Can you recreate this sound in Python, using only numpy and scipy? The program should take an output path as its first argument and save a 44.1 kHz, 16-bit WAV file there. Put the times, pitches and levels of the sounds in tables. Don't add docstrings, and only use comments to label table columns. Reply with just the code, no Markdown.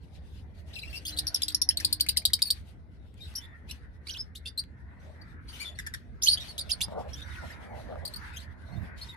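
import sys
import numpy as np
from scipy import signal
from scipy.fft import rfft, irfft, next_fast_len
from scipy.io import wavfile
from scipy.ndimage import uniform_filter1d, map_coordinates

SR = 44100
rng = np.random.default_rng(int(sys.argv[2]) if len(sys.argv) > 2 else 0)


def file_out(sig):
    cols = np.atleast_2d(sig).T
    lim = np.clip(cols, -1, 1)
    pcm = np.round(lim * 32767).astype(np.int16)
    wavfile.write(sys.argv[1], SR, pcm)


def gain_from_decibels(decibels):
    exponent = np.asarray(decibels, float) / 20
    return 10 ** exponent


N = 403956


def unit(x):
    return x / np.sqrt(np.mean(x ** 2) + 1e-20)


def along(points, hz):
    point_hz, value = np.transpose(points)
    return np.interp(np.log(hz + 1), np.log(point_hz + 1), value)


def curves(rows):
    s, *columns = np.transpose(rows)
    return [np.interp(np.arange(N) / SR, s, column) for column in columns]


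def wobble(rate):
    coarse = np.arange(0, N + 4, 4)
    knots = rng.standard_normal(int(N * 2000 / SR) + 4)
    smooth = map_coordinates(knots, [coarse * min(rate, 2000) / SR])
    return np.interp(np.arange(N), coarse, smooth)


def bouts(rows, rise_s, fall_s, still_db):
    t = np.arange(0, N, 32) / SR
    start, hold, db = np.transpose(rows)[..., None]
    before = (start - t) / np.reshape(rise_s, (-1, 1))
    after = (t - start - hold) / np.reshape(fall_s, (-1, 1))
    away = np.maximum(np.maximum(before, after), 0)
    power = (gain_from_decibels(db - 20 * away) ** 2).sum(0) + gain_from_decibels(still_db) ** 2
    return np.interp(np.arange(N) / SR, t, 10 * np.log10(power))


def rush(spectrum, alike, patchy_db, lean_db, size=(6, 10), lag=0):
    z = signal.stft(rng.standard_normal((2, N)), nperseg=512)[2]
    field = uniform_filter1d(rng.standard_normal(z.shape[1:]), size=size[0], axis=0)
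    field = uniform_filter1d(field, size=size[1], axis=1)
    pair = signal.istft(z * gain_from_decibels(patchy_db * unit(field)), nperseg=512)[1][:, :N]
    m = next_fast_len(N)
    colour = gain_from_decibels(along(spectrum, np.fft.rfftfreq(m, 1 / SR)))
    mid, side = irfft(rfft(pair, m) * colour, m)[:, :N]
    turn = np.arccos(np.clip(alike, -1, 1)) / 2
    mid, side = np.cos(turn) * mid, np.sin(turn) * side
    ports = np.array([mid + side, np.roll(mid - side, lag)])
    return unit(ports * gain_from_decibels([[lean_db / 2], [-lean_db / 2]]))


def traffic():
    # time_s, rumble_db, left_minus_right_db
    swell = [
        (0.0, -45, -3),
        (4.57, -47.5, -1),
        (6.6, -44.5, -4),
        (7.2, -45, -8.5),
        (9.16, -45.5, -4),
    ]
    # pitch_hz, level_db (per Hz)
    rumble_colour = [(15, -64), (25, -27.5), (56, -6.5), (75, -1), (108, -13), (251, -23), (400, -32),
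                     (520, -35.5), (880, -120)]
    rumble_db, lean_db = curves(swell)
    rumble = gain_from_decibels(rumble_db + 0.65 * wobble(9)) * rush(rumble_colour, 0.59, patchy_db=1.5, lean_db=1.5)
    return rumble * gain_from_decibels([lean_db / 2, -lean_db / 2])


def motors():
    # start_s, end_s, pitch_hz, level_db
    hums = [
        (0.83, 2.095, 303.6, -59),
        (4.995, 6.299, 245, -66),
    ]
    t, out = np.arange(N) / SR, np.zeros(N)
    for start, end, hz, db in hums:
        gate = np.clip(np.minimum(t - start, end - t) / 0.031, 0, 1)
        out += gain_from_decibels(db + 3.2 * wobble(6.6)) * gate * np.sin(2 * np.pi * hz * t)
    return out


def far_flock():
    # time_s, chatter_db
    swell = [(0.0, -74.5), (1.26, -60.5), (2.5, -63.5), (3.12, -75), (3.42, -54), (3.81, -66.5),
             (4.679, -65.5), (5.581, -56), (6.191, -67.5), (6.37, -55.5), (6.66, -63), (7.2, -56.5),
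             (7.429, -50), (7.86, -56.5), (8.129, -55.5), (8.23, -48), (8.53, -59), (9.15, -53)]
    # pitch_hz, level_db (per Hz)
    chatter_colour = [(530, -40), (900, -6.5), (1140, -10.5), (1440, -2), (2010, -1), (3200, -32.5),
                      (4160, -57), (7040, -120)]
    chatter_db, = curves(swell)
    chatter = rush(chatter_colour, 0.028, patchy_db=4, lean_db=2.0, size=(2, 24))
    return gain_from_decibels(chatter_db + 2.0 * wobble(20)) * chatter


def wing_air():
    # peak_s, fade_s (time to fade by 20 dB), level_db
    beats = [(.3, 0.5, -62), (.72, 0.47, -57.5), (1.24, .5, -56), (1.9, 2.5, -62.5), (3.74, 2.5, -67),
             (5.1, 0.31, -55), (5.72, 0.1, -56.5), (6.04, 0, -54), (6.7, 1.1, -56), (6.98, 0.13, -35),
             (7.279, 0, -52), (7.44, 0.04, -42.5), (7.63, 0.27, -50.5), (7.741, 0.17, -40.5),
             (7.92, 0.1, -41), (8.05, 0.1, -44.5), (8.61, 1, -59.5), (8.81, 0.25, -48.5), ]
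    # pitch_hz, level_db (per Hz)
    air_colour = [(120, -27.5), (200, 1), (295, -17.5), (450, -8.5), (649, -4), (1000, -14.5), (1560, -30),
                  (2640, -120)]
    fade_s = [fade for _, fade, _ in beats]
    wing_db = bouts([(s, 0, db) for s, _, db in beats], fade_s, fade_s, still_db=-72)
    far = rush(air_colour, 0.44, patchy_db=4, lean_db=4.0, size=(2, 18), lag=10)
    near = rush(air_colour, -0.98, patchy_db=3.5, lean_db=2.0, size=(2, 18), lag=-17)
    near_from_s = 6.5
    return gain_from_decibels(wing_db + 1.4 * wobble(25)) * np.where(np.arange(N) < near_from_s * SR, far, near)


def feather_rustle():
    # start_s, length_s, level_db
    rubs = [(.08, 0.32, -67), (.55, 0.24, -64.5), (.74, 0.28, -59), (1.06, 0.42, -56.5),
            (1.78, 0.096, -51.5), (2.05, 0.38, -67.5), (2.4, 0.16, -54.5), (2.6, 0.12, -65),
            (3.18, 0.137, -60.5), (3.34, 0.1, -66), (3.69, 0.03, -54.5), (4.07, 0.1, -56), (5, 0.28, -69.5),
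            (5.49, 0.18, -50.5), (5.76, 0.049, -56), (5.865, .015, -58), (5.94, 0.03, -56),
            (6.23, 0.24, -53), (6.5, 0.51, -58.5), (7.09, 0.45, -58), (7.6, 0.44, -65.5), (8.05, 0.26, -62),
            (8.33, 0.086, -58.5), (8.62, 0.24, -67), (8.98, 0.093, -53)]
    # pitch_hz, level_db (per Hz)
    rustle_colour = [(1470, -15), (2500, -8), (3800, -7), (7530, -20), (8600, -18.5), (11500, -20),
                     (16000, -42.5)]
    rustle_db = bouts(rubs, rise_s=0.018, fall_s=0.086, still_db=-77)
    return gain_from_decibels(rustle_db + 3.6 * wobble(25)) * rush(rustle_colour, 0.037, patchy_db=3.0, lean_db=5.0)


def draughts():
    # time_s, length_s, level_db, port (0 left, 1 right)
    gusts = [
        (6.885, .03, -36, 0),
        (8.72, .06, -38, 1),
        (8.78, .06, -32, 1),
        (8.835, .05, -32, 1),
    ]
    out, t = np.zeros((2, N)), np.arange(N) / SR
    deep = [(30, -22.0), (90, -2), (200, -8.0), (400, -31), (900, -59.5)]  # (Hz, dB per Hz)
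    air = rush(deep, 0, patchy_db=-0.5, lean_db=-2.0)
    for s, length, db, port in gusts:
        shape = np.exp(-((t - s) / length * 2.2) ** 2)
        out[int(port)] += gain_from_decibels(db) * shape * air[int(port)]
    return out


def claw_clicks():
    # time_s, peak_db
    clicks = [(3.142, -44), (3.34, -35), (4.174, -32), (4.639, -38.5), (6.356, -35), (7.502, -48),
              (6.739, -34), (6.884, -42), (7.208, -35), (2.391, -40.5), (2.612, -47), (2.688, -55),
              (3.318, -52), (5.822, -46)]
    out, t = np.zeros(N + SR), np.arange(300) / SR
    for s, db in clicks:
        click = gain_from_decibels(db + 3.0 - 60 * t / 0.0029) * rng.standard_normal(len(t))
        out[round(s * SR):][:len(t)] += click
    return signal.lfilter(*signal.butter(1, 3000 / (SR / 2)), out[:N])


def box_knocks():
    # time_s, peak_db
    steps = [
        (6.884, -38),
        (7.289, -44),
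        (7.799, -42.5),
        (7.926, -39.5),
        (7.942, -45),
        (7.957, -35.5),
    ]
    # pitch_hz, level_db, t60_s (time to fade by 60 dB)
    walls = [(624, -6, 0.029), (898, 0.5, 0.013), (1220, 3, 0.013), (1570, -11, 0.015)]
    out, t = np.zeros(N + SR), np.arange(3000) / SR
    for s, db in steps:
        for hz, level, t60 in walls:
            fall = gain_from_decibels(level + rng.normal(0, 2.6) - 60 * t / t60)
            out[round(s * SR):][:len(t)] += gain_from_decibels(db - 4.5) * fall * np.sin(2 * np.pi * hz * t)
    return np.array([out[:N], -np.roll(out[:N], -17)])


def aviary(x):
    # pitch_hz, t60_s
    box_fade = [(1500, 0.16), (3500, 0.24), (5500, 0.13), (12000, 0.031)]
    out, step = np.zeros((2, N + SR)), SR // 4
    for at in range(0, N, step):
        hz, t, z = signal.stft(rng.standard_normal((2, step)), SR, nperseg=128)
        if np.abs(x[at:at + step]).max() < 1e-6:
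            continue
        near_boxes = gain_from_decibels(-60 * t / along(box_fade, hz)[:, None])
        roof = 5.4 * gain_from_decibels(-60 * t / 0.069)
        tail = signal.istft(z * (near_boxes + roof), SR, nperseg=128)[1]
        wet = signal.fftconvolve(x[None, at:at + step], tail / np.linalg.norm(tail[0]), axes=1)
        out[:, at + 60:at + 60 + wet.shape[1]] += wet
    return out[:, :N]


def perch(voice):
    reach, count = 3.5 * SR / 1000, 7
    copies = np.zeros((2, round(reach) + 2))
    late = 1 + (rng.random((2, count)) * reach).astype(int)
    copies[[[0], [1]], late] = gain_from_decibels(-9.5) * rng.standard_normal((2, count))
    copies[:, 0] = 1
    return signal.fftconvolve(voice[None], copies / np.linalg.norm(copies, axis=1, keepdims=True), axes=1)


def birds(notes):
    # from_s, left_minus_right_db, right_lag_samples
    seats = [(0.72, 4.6, 6), (1.04, 0.9, 9), (1.26, 3.3, -15), (1.54, 3.2, 6), (2.06, 4.4, -4),
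             (2.32, 1.9, -1), (3.17, 4.2, -16), (3.35, 2.6, 1), (3.68, 1.3, -10), (4.06, -2.6, 2),
             (4.34, 1.4, 0), (5, 2.2, 15), (5.78, 0.7, 9), (6.21, -2.2, -3), (6.26, -2.5, 16),
             (6.57, -2.1, 9), (6.68, -2.0, -1), (7.05, 1.2, 14), (7.23, 1.2, 2), (8.04, 5.4, -16),
             (8.33, 3.1, -12), (8.95, 1.4, 11)]
    # pitch_hz, level_db (per Hz)
    breath_colour = [(1500, -41.5), (3000, -13), (4500, 2), (7500, -17.5), (10000, -4), (12500, -14),
                     (15500, -50)]
    out = np.zeros((2, N + SR))
    rough_db = 2.9 * wobble(450) + 0.95 * wobble(1300)
    waver = 0.017 * wobble(350)
    hiss = rush(breath_colour, 0.9, patchy_db=4.5, lean_db=4)[0]
    rasp = unit(wobble(1700))
    flutter_hz = 267.4 * (1 + .2 * wobble(60))
    flutter = 2 * np.pi * np.cumsum(flutter_hz) / SR
    seat_s, lean_db, lag = np.transpose(seats)
    for path, over_db, strain in notes:
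        s, path_hz, path_db = np.transpose(path)
        at, ms = round(s[0] * SR), (s[-1] - s[0]) * 1000
        u = np.linspace(0, 1, round(ms * SR / 1000))
        t, span = s[0] + u * ms / 1000, slice(at, at + len(u))

        drops = path_hz[-1] < path_hz[0] and not 2300 < path_hz[0] < 5000
        bend = (-0.018 if drops else .4) * min(1, 10 / ms)
        scoop = 1 - strain * bend * np.exp(-u * ms / 1.3)
        hz = uniform_filter1d(np.interp(t, s, path_hz), size=90, mode="nearest")
        hz = hz * scoop * (1 + strain * waver[span])
        turn = 2 * np.pi * np.cumsum(hz) / SR

        top_khz = 12.6 if 3.6 < s[0] < 6.8 else 14.2
        tone = np.sin(turn)
        for k, lift_db in enumerate([3.5, -1.0, -0.5, -7.0, -4.5, -6.5], start=2):
            khz = k * hz / 1000
            too_high_db = 25 * np.clip(khz - top_khz, 0, 9)
            too_low_db = 5.2 * np.clip(4.6 - khz, 0, 2)
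            tone = tone + gain_from_decibels(over_db + lift_db - too_high_db - too_low_db) * np.sin(k * turn)

        shake = 1.024 * gain_from_decibels(strain * rough_db[span]) + .2 * strain ** 4 * rasp[span]
        voice = shake * tone + strain ** 3 * gain_from_decibels(-15) * hiss[span]
        attack = np.minimum(u * ms * strain ** 3 / 1.2, 1)
        fade = (1 - u ** 3) ** (0.34 * min(1, 32 / ms))
        release = np.minimum((1 - u) * ms / 2.5, 1)
        pulses = 1 - np.clip(.45 * strain ** 3, 0, .9) * np.cos(flutter[span] - flutter[at])
        voice = voice * gain_from_decibels(np.interp(t, s, path_db)) * attack * fade * release * pulses

        left, right = perch(voice)
        seat = max(np.searchsorted(seat_s, s[0]) - 1, 0)
        out[0, at:][:len(left)] += gain_from_decibels(lean_db[seat] / 2) * left
        out[1, at + int(lag[seat]):][:len(left)] += gain_from_decibels(-lean_db[seat] / 2) * right
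    return out[:, :N]


def slides(rows, over_db, strain):
    return [([(s, start_hz, db), (s + ms / 1000, end_hz, db)], over_db, strain)
            for s, ms, start_hz, end_hz, db in rows]


def kind(rows, glide, over_db, strain):
    return slides([(s, ms, hz, hz * glide, db) for s, ms, hz, db in rows], over_db, strain)


def distant_calls():
    # start_s, length_ms, start_hz, end_hz, level_db
    faint = [(.84, 22, 4000, 4000, -61), (3.19, 25, 2400, 2440, -59), (5.7, 46, 3500, 3500, -58),
             (7.52, 20, 4900, 4700, -57), (.85, 15, 2570, 2570, -43.5), (.874, 13, 2850, 2620, -45),
             (3.48, 60, 3520, 3530, -70), (5.595, 16, 4240, 4340, -40), (7.12, 37, 3200, 3460, -58),
             (7.13, 17, 4600, 5200, -54), (7.225, 25, 5850, 5900, -55.5), (7.23, 160, 1493, 1480, -56),
             (7.26, 50, 4560, 4860, -65), (7.38, 40, 5920, 5600, -62), (8.372, 29, 3140, 4600, -51),
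             (8.416, 22, 3960, 5200, -53), (8.72, 33, 4300, 4300, -64), (8.76, 19, 3700, 3650, -62.5),
             (8.98, 31, 2880, 3340, -57), (9.02, 27, 4900, 5000, -49), (9.04, 13, 3700, 3700, -52),
             (9.105, 35, 3720, 3500, -54), (9.135, 15, 2150, 2250, -52)]
    clear = [(2.453, 36, 4620, 4320, -31.5), (5.528, 42, 3010, 2970, -47), (6.601, 75, 1510, 1480, -67),
             (7.411, 140, 1850, 1810, -56.5), (7.621, 160, 1500, 1500, -70), (7.661, 111, 2400, 1950, -65),
             (5.749, 18, 4500, 4400, -55), (5.686, 18, 3560, 3400, -47), (7.151, 33, 3000, 3700, -50.5),
             (7.501, 25, 1660, 2200, -48), (6.431, 34, 4010, 4300, -54), (6.3, 32, 2790, 2780, -53),
             (3.366, 57, 3100, 3000, -55)]
    return slides(faint, over_db=-16, strain=.7) + slides(clear, over_db=-13.5, strain=0.72)


def short_calls():
    # start_s,
    # length_ms, start_hz, level_db
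    yelps = [(1.7, 13, 2000, -44), (1.798, 15.5, 2110, -36), (2.163, 15, 2130, -39),
             (5.787, 18.4, 1995, -36.5), (5.864, 12.7, 1960, -31.5), (5.937, 13.7, 1972, -31)]
    peeps = [(0.96, 28, 4920, -43), (1.12, 28, 4100, -42), (3.205, 58, 3826, -47.5),
             (5.213, 15, 4630, -51.5), (3.412, 50, 3475, -49.5), (4.457, 33, 3580, -36.5),
             (4.472, 25, 4820, -41), (5.482, 32.5, 4500, -46), (5.648, 46, 3500, -40.5),
             (6.372, 15, 3400, -31.5), (6.397, 39, 3780, -39.5), (6.481, 37, 4427, -38),
             (7.131, 18.6, 5680, -41), (7.18, 33, 3650, -48.5), (7.216, 20, 3700, -45),
             (9.012, 28, 4330, -39.5), (9.086, 27, 3770, -45)]
    squeaks = [(1.051, 22, 3304, -37.5), (1.067, 34.4, 4610, -36), (1.082, 40, 2960, -45.5),
               (3.71, 8.2, 5510, -40), (8.051, 18.2, 4510, -38.5), (8.361, 23, 3040, -44)]
    chips = [(0.948, 41, 2825, -43.5), (3.709, 10.4, 2924, -39.5), (6.218, 13, 3550, -40.5),
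             (6.259, 22, 4646, -28), (8.074, 11, 4470, -37.5), (8.136, 11.3, 4480, -42.5),
             (8.159, 13, 4610, -39.5)]
    # start_s, length_ms, start_hz, end_hz, level_db
    wide = [(1.5, 10, 3770, 3930, -38.5), (2.1, 14, 5115, 3054, -42.5), (3.696, 24, 4040, 4120, -47),
            (6.222, 18, 5500, 5670, -26), (6.232, 39, 6556, 6350, -26), (3.688, 17.9, 2510, 2820, -52.5),
            (8.402, 16, 4170, 4000, -50)]
    warbles = [(.753, 13, 4170, 4300, -49), (.898, 19, 4430, 4620, -49), (.928, 42, 2625, 2790, -44.5),
               (4.068, 30, 2260, 2580, -49.5), (4.092, 28, 2910, 3210, -41.5), (4.093, 10, 3330, 3420, -38),
               (4.069, 10, 4280, 5200, -41), (4.082, 14.2, 4680, 4560, -40), (4.453, 34, 2690, 2860, -47.5),
               (6.405, 39, 5630, 5940, -51), (8.334, 28, 2583, 2460, -51)]
    notes = kind(yelps, glide=.8, over_db=-9.5, strain=0.88)
    notes += kind(peeps, glide=1.0, over_db=-22.5, strain=0.88)
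    notes += kind(squeaks, glide=1.08, over_db=-9.0, strain=1.11)
    notes += kind(chips, glide=1.0, over_db=-9.0, strain=0.93)
    notes += slides(wide, over_db=-11.5, strain=1.08)
    return notes + slides(warbles, over_db=-13.5, strain=0.89)


def winding_calls():
    # time_s, pitch_hz, level_db
    slurs = [
        [(.729, 2480, -38), (.748, 5800, -53), (.764, 2640, -37), (.786, 2480, -38), (.795, 5030, -38),
         (.808, 4400, -50)],
        [(.812, 3870, -46), (.822, 4040, -37.5), (.833, 4120, -46)],
        [(.828, 3300, -40), (.835, 2500, -35.5), (.843, 2200, -44)],
        [(4.103, 3600, -18), (4.113, 5770, -42), (4.134, 5880, -44), (4.14, 3960, -39), (4.152, 2510, -44),
         (4.174, 3520, -40), (4.183, 5400, -48), (4.196, 4920, -32.5), (4.218, 5440, -31.5)],
        [(7.3, 3880, -56), (7.348, 3420, -54), (7.366, 1990, -48), (7.388, 1438, -49), (7.46, 1400, -52)],
    ]
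    squawk = [(6.262, 2847, -29), (6.274, 3071, -20.5), (6.28, 3584, -21), (6.286, 4240, -15.5),
              (6.31, 4520, -23), (6.335, 4610, -19.5), (6.35, 4590, -22)]
    arch = [(5.599, 2150, -41), (5.621, 2425, -40.5), (5.646, 2160, -43)]
    climbs = [
        [(4.349, 2700, -64), (4.357, 3600, -48), (4.363, 4280, -49), (4.373, 5000, -52)],
        [(4.36, 2990, -59), (4.372, 3800, -55.5), (4.386, 4120, -48)],
        [(6.578, 2980, -36.5), (6.586, 3990, -33.5), (6.597, 3676, -31)],
        [(6.692, 2696, -46), (6.706, 3424, -31.5), (6.715, 3700, -27.5)],
        [(6.806, 2703, -39.5), (6.816, 3284, -28), (6.82, 4080, -29.5), (6.828, 4300, -30)],
    ]
    holds = [
        [(3.351, 4290, -38.5), (3.358, 5810, -29), (3.372, 5610, -29), (3.388, 5350, -27.5)],
        [(4.575, 4260, -30), (4.585, 4004, -30.5), (4.594, 4690, -25.5), (4.606, 4130, -27)],
        [(6.594, 5060, -31), (6.606, 4520, -34), (6.623, 4530, -28)],
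        [(6.714, 5100, -18), (6.724, 4570, -24.5), (6.739, 4460, -21)],
        [(6.825, 4840, -24), (6.836, 4840, -22), (6.851, 4970, -22)],
    ]
    notes = [(path, -19, .55) for path in slurs]
    notes += [(squawk, -18, .95), (arch, -7, .55)]
    notes += [(path, -9, 1.25) for path in climbs]
    return notes + [(path, -13, .8) for path in holds]


def shrill_run():
    # start_s, start_hz, level_db
    chirps = [(1.186, 4180, -23.5), (1.268, 5655, -23.5), (1.344, 5700, -21), (1.419, 3840, -26),
              (1.432, 5040, -24.5), (1.482, 4380, -24.5), (1.546, 5540, -16.5), (1.616, 5520, -15.5),
              (1.689, 5300, -15.5), (1.771, 4610, -23.5), (1.847, 4910, -20), (1.926, 4870, -19.5),
              (2.007, 4820, -18.5), (2.087, 4760, -18.5), (2.17, 4590, -18), (2.252, 4530, -15.5),
              (2.333, 4710, -16.5), (2.419, 4580, -19), (2.503, 4520, -18.5)]
    # start_s, length_ms, pitch_hz, level_db
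    answers = [(1.165, 15, 3850, -40), (1.173, 13.6, 4600, -33), (1.19, 12, 5050, -29),
               (1.277, 12, 5300, -31.5), (1.357, 8.5, 5200, -28), (1.358, 8, 3700, -40.5),
               (1.481, 4, 6000, -33.5), (1.419, 4, 6560, -35.5), (1.707, 9.2, 3330, -39.5),
               (1.8, 8.3, 5900, -29.5), (1.998, 8.8, 3330, -36), (2.063, 6.3, 2500, -37.5),
               (2.092, 4.4, 3350, -34.5), (1.517, 12, 4840, -41), (2.219, 6.3, 2350, -52.5),
               (2.301, 3.9, 2300, -45), (2.39, 7.9, 2350, -43.5)]
    home_hz, pull = 4865, 0.53
    rows = []
    for s, hz, db in chirps:
        ms = 6.56 + 4.8 * max(s - 1.6, 0)
        rows.append((s, ms, hz, hz + pull * (home_hz - hz), db))
    return slides(rows, over_db=-9.5, strain=1.103) + kind(answers, glide=1.005, over_db=-10.5, strain=1.105)


def scene():
    background = traffic() + motors() + far_flock() + wing_air() + feather_rustle() + draughts()
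    notes = distant_calls() + short_calls() + winding_calls() + shrill_run()
    flock = birds(notes) + claw_clicks() + box_knocks()
    echoes = gain_from_decibels(-7.5) * aviary(flock[0])
    return background + flock + echoes


def low_pass(x):
    return signal.sosfilt(signal.butter(12, 16670, fs=SR, output="sos"), x)


def record(dry):
    # pitch_hz, level_db
    port_colour = [(5600, 0), (7200, -2.5), (8800, 0.5), (13500, 0.5), (15500, -1.5)]
    dry = irfft(rfft(dry) * gain_from_decibels(along(port_colour, np.fft.rfftfreq(N, 1 / SR))), N)
    dry = dry / (1 + np.abs(dry / .56) ** 4) ** (1 / 4)
    dry = signal.sosfilt(signal.butter(10, 16100 / (SR / 2), output="sos"), dry)
    return low_pass(dry)


dry = scene()
out = record(dry)
file_out(out)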